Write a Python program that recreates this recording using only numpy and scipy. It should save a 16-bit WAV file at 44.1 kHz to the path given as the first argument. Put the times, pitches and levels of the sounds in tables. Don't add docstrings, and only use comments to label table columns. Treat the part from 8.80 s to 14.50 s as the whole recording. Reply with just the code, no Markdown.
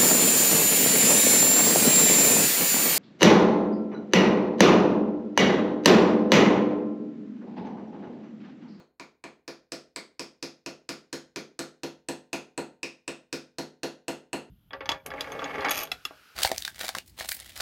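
import sys
import numpy as np
from scipy import signal
from scipy.fft import rfft, irfft
from scipy.io import wavfile
from scipy.ndimage import uniform_filter1d

SR = 44100
rng = np.random.default_rng(int(sys.argv[2]) if len(sys.argv) > 2 else 0)


def materialize(psi):
    bounded = np.clip(np.atleast_2d(psi).T, -1, 1)
    quanta = np.round(bounded * 32767).astype(np.int16)
    wavfile.write(sys.argv[1], SR, quanta)


N = 251370


def from_db(db):
    return 10 ** (np.asarray(db) / 20)


def curve_at(points, hz):
    point_hz, value = np.transpose(points)
    return np.interp(np.log(hz + 1), np.log(point_hz + 1), value)


def unit_energy(sound):
    return sound / np.linalg.norm(sound)


def smooth_noise(count, span):
    curve = uniform_filter1d(uniform_filter1d(rng.standard_normal(count), span), span)
    return curve / curve.std()


def minimum_phase(gain):
    mirrored = np.r_[gain, gain[-2:0:-1]]
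    log_gain = np.log(np.maximum(mirrored, from_db(-100)))
    return np.exp(np.conj(signal.hilbert(log_gain)))[:len(gain)]


def add(mix, start_s, sound):
    start = round(start_s * SR)
    sound = sound[max(-start, 0):]
    part = mix[max(start, 0):][:len(sound)]
    part += sound[:len(part)]


def room_hush(level_db=-86):
    # frequency in Hz, relative level in dB.
    colour = [(20, -20.5), (60, 10.5), (150, -5), (400, -26), (1000, -17.5), (4000, -35.5), (16000, -23.5)]
    gain = from_db(curve_at(colour, np.fft.rfftfreq(N, 1 / SR)))
    noise = irfft(rfft(rng.standard_normal(N)) * gain, N)
    return from_db(level_db) * noise / noise.std()


def mallet_crack(crack_db, tilt_db, modes, ripple_db=1.8, lag_s=0.00053, scatter_s=0.0006, size=2048):
    # frequency in Hz, relative level in dB.
    colour = [(30, -18), (120, -14.5), (210, 1.5), (390, 4), (650, 3), (1000, -5.5), (1600, 0.5),
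              (2300, -6), (3300, -7), (4500, -8.5), (6500, -8.5), (9000, -20), (12000, -23.5),
              (15000, -34.5)]
    hz = np.fft.rfftfreq(size, 1 / SR)
    octaves = np.log2(np.maximum(hz, 1000) / 4000)
    ripple = ripple_db * smooth_noise(len(hz), 12)
    power = from_db(curve_at(colour, hz) + crack_db + tilt_db * octaves + ripple) ** 2
    for centre_hz, width_hz, db in modes:
        power += from_db(db) ** 2 / (1 + (1.585 * (hz - centre_hz) / width_hz) ** 2) ** 2
    delay_s = lag_s + scatter_s * np.tanh(2 * smooth_noise(len(hz), 30))
    scatter = np.exp(-2j * np.pi * np.cumsum(delay_s) * hz[1])
    crack = irfft(minimum_phase(np.sqrt(power)) * scatter)
    return np.fft.fftshift(crack)


def wood_ring(tightness, force_db, tilt_db, bend_db, bend_hz, mallet_db, spot_db=1.5):
    # pitch in Hz, width in Hz, base level in dB,
    # dB gained per dB of force, dB gained per dB of bending.
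    board_modes = [(1035, 230, -6.5, -0.43, 0.4758), (1850, 315, -5, 0.3, .5), (4256, 340, 6.5, 1, -0.12),
                   (6700, 950, -12, .5, .5), (9640, 550, -12.5, 1.2, 0.67), (12100, 2200, -11.5, 3.5, .1)]
    steady = [(hz, width, db + by_force * force_db + by_bend * bend_db + spot_db * rng.standard_normal())
              for hz, width, db, by_force, by_bend in board_modes]
    bending = (bend_hz, 330, bend_db)
    twist_db = -3 + 5 * tilt_db + 0.63 * bend_db - 19.5 * tightness
    twisting = (2.05 * bend_hz, 866, twist_db)
    mallet_head = (8090, 810, mallet_db)
    return [bending, twisting, mallet_head] + steady


def bench_shake(tightness, force_db, tilt_db, rise_s=0.0016, split_hz=560):
    # pitch in Hz, relative level in dB, T60 in seconds.
    bench_modes = [(80, -1, 0.3), (99, -5, 0.41), (153, 13, 0.36), (178, 2, 0.31), (205, 9, 0.34),
                   (250, 13, 0.41), (273, 22, 0.23), (294, 13, 0.3), (307, -2, 0.48), (339, 25, 0.28),
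                   (374, 11, 0.29), (404, 17, 0.26), (439, 9, 0.46), (470, 26, 0.07), (487, 16, 0.27),
                   (500, 0, 0.46), (521, 17, 0.32), (550, 3, 0.36), (576, 8, 0.35), (600, 9, 0.28),
                   (668, 20, 0.17), (703, 0, 0.43), (742, 8, 0.39), (770, 16, 0.18), (832, 11, 0.25),
                   (866, 9, 0.27), (908, -1, 0.52), (947, 15, 0.23), (994, 11, 0.25), (1026, 1, 0.35)]
    # force in dB, base knock level in dB.
    knock_by_force = [(-19, -25.5), (-2.5, -19.5), (-7, -13.5), (1, -6.5), (-1.5, -4.5), (2.5, -3.5)]
    t = np.arange(SR // 2) / SR
    hz, db, t60 = np.transpose(bench_modes)[:, :, None]
    polarity = (-1) ** np.arange(len(hz))[:, None]
    spot_db = rng.standard_normal(hz.shape)
    envelope = (1 - np.exp(-t / rise_s)) * np.exp(-np.log(1000) * t / t60)
    modes = polarity * from_db(db + spot_db) * envelope * np.sin(2 * np.pi * hz * t)
    low = hz[:, 0] < split_hz
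    thud = from_db(force_db + 0.15) * unit_energy(modes[low].sum(0))
    knock_db = np.interp(force_db, *np.transpose(knock_by_force)) + 5.5 * tightness - 0.7 * tilt_db - 2
    knock = from_db(knock_db) * unit_energy(modes[~low].sum(0))
    return thud + knock


def workshop_echo(nearest_wall_s=0.0035, swell_s=0.0017, frame=256):
    # frequency in Hz, echo level over the direct sound in dB.
    wet_db = [(100, 30), (400, 18.5), (1100, 5), (2000, 9), (2600, -1), (3300, 9), (4400, -0.5),
              (6800, 3.5), (7600, -5.5), (8600, -8.5), (10000, 3.5), (15000, 9)]
    # frequency in Hz, T60 in seconds.
    decay_times = [(100, 0.33), (400, 0.33), (1000, 0.28), (2500, 0.28), (5000, 0.27), (9000, 0.24),
                   (15000, 0.17)]
    count = SR // 2
    hz, t, bands = signal.stft(rng.standard_normal(count), SR, nperseg=frame)
    bands *= np.exp(-np.log(1000) * t / curve_at(decay_times, hz)[:, None])
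    band_energy = uniform_filter1d((abs(bands) ** 2).sum(1), size=3)
    tail = signal.istft(bands / np.sqrt(band_energy)[:, None], SR, nperseg=frame)[1][:count]
    swell = np.clip((np.arange(count) / SR - nearest_wall_s) / swell_s + 1, 0.2, 1)
    tail = unit_energy(tail * swell)
    wet_ratio = from_db(curve_at(wet_db, np.fft.rfftfreq(SR, 1 / SR)))
    direct = 1 / np.hypot(1, wet_ratio)
    return irfft(minimum_phase(direct) + rfft(tail, SR) * minimum_phase(direct * wet_ratio))[:count]


def scene():
    # time in seconds, force in dB, crack gain in dB, crack tilt in dB per
    # octave, bending level in dB, bending pitch in Hz (it moves as the grip shifts), mallet ring in dB.
    blows = [(-0.0452, -16, -14, -3.3, -11, 2450, -23), (0.1979, -16, -7, -1.5, 2.5, 2330, -22),
             (0.4401, -14, -7.5, -2.4, 2.5, 2360, -12.5), (0.679, -11, -1, .5, 0.5, 2400, -20),
             (0.9206, -8, 1, 1.62, 1, 2490, -2), (1.1614, -15.5, 0, 0.66, 7.5, 2220, 2),
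             (1.395, -10.5, 1.5, 1.42, 5, 2480, -3), (1.6271, -6.5, 2, 1.66, 3.5, 2470, -8),
             (1.8621, -7, 1.5, 0.4, 5.5, 2570, -10), (2.0913, -7, 5, 1.2, 5, 2420, -5),
             (2.329, -5, 5, 1.56, -4, 2550, -3.5), (2.5607, -6.5, 4, .5, 7, 2380, -11.5),
             (2.7918, -3, 5.5, 1.75, -6, 2600, 3), (3.0341, -2.5, 2.5, 0.7, 3.5, 2650, -9.5),
             (3.2867, -1.5, 3, 0, 4.5, 2670, 6), (3.5306, -2, 6.5, 0.1, 14, 2550, -1),
             (3.7776, -2.3, -0.5, -3.3, 6.5, 2580, 3.5), (4.031, -8, 0, 1.4, 15, 2534, -1.5),
             (4.2787, -6.5, 1, 0.17, 11, 2600, 3.5), (4.5283, -3, 4, 2.17, 8.5, 2500, -1.5),
             (4.7849, -2.5, 4.5, 1, -2, 2630, -5), (5.0331, -2, 5.5, 0.5, 7, 2690, -7),
             (5.2819, -1, 3, -0.5, 9.5, 2710, 3), (5.531, -1, -0.5, -3.9, 11.5, 2700, 3)]
    # time in seconds, tightness of the joint (0 is loose).
    tightness_curve = [(0, 0.032), (2.5, 0.1), (3.5, 0.53), (5.1, 0.35)]
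    room = workshop_echo()
    mix = room_hush()
    for hit_s, force_db, crack_db, tilt_db, bend_db, bend_hz, mallet_db in blows:
        tightness = np.interp(hit_s, *np.transpose(tightness_curve))
        modes = wood_ring(tightness, force_db, tilt_db, bend_db, bend_hz, mallet_db)
        crack = mallet_crack(crack_db, tilt_db, modes)
        add(mix, hit_s - len(crack) / 2 / SR, signal.fftconvolve(crack, room))
        add(mix, hit_s, bench_shake(tightness, force_db, tilt_db))
    return mix[None]


def record(dry, bass_hz=35, top_hz=15950):
    thinned = signal.lfilter(*signal.butter(1, bass_hz, "high", fs=SR), dry)
    low_pass = signal.firwin(255, top_hz, window=("kaiser", 9), fs=SR)
    return signal.oaconvolve(thinned, low_pass[None], "same")


dry = scene()
out = record(dry)
materialize(out)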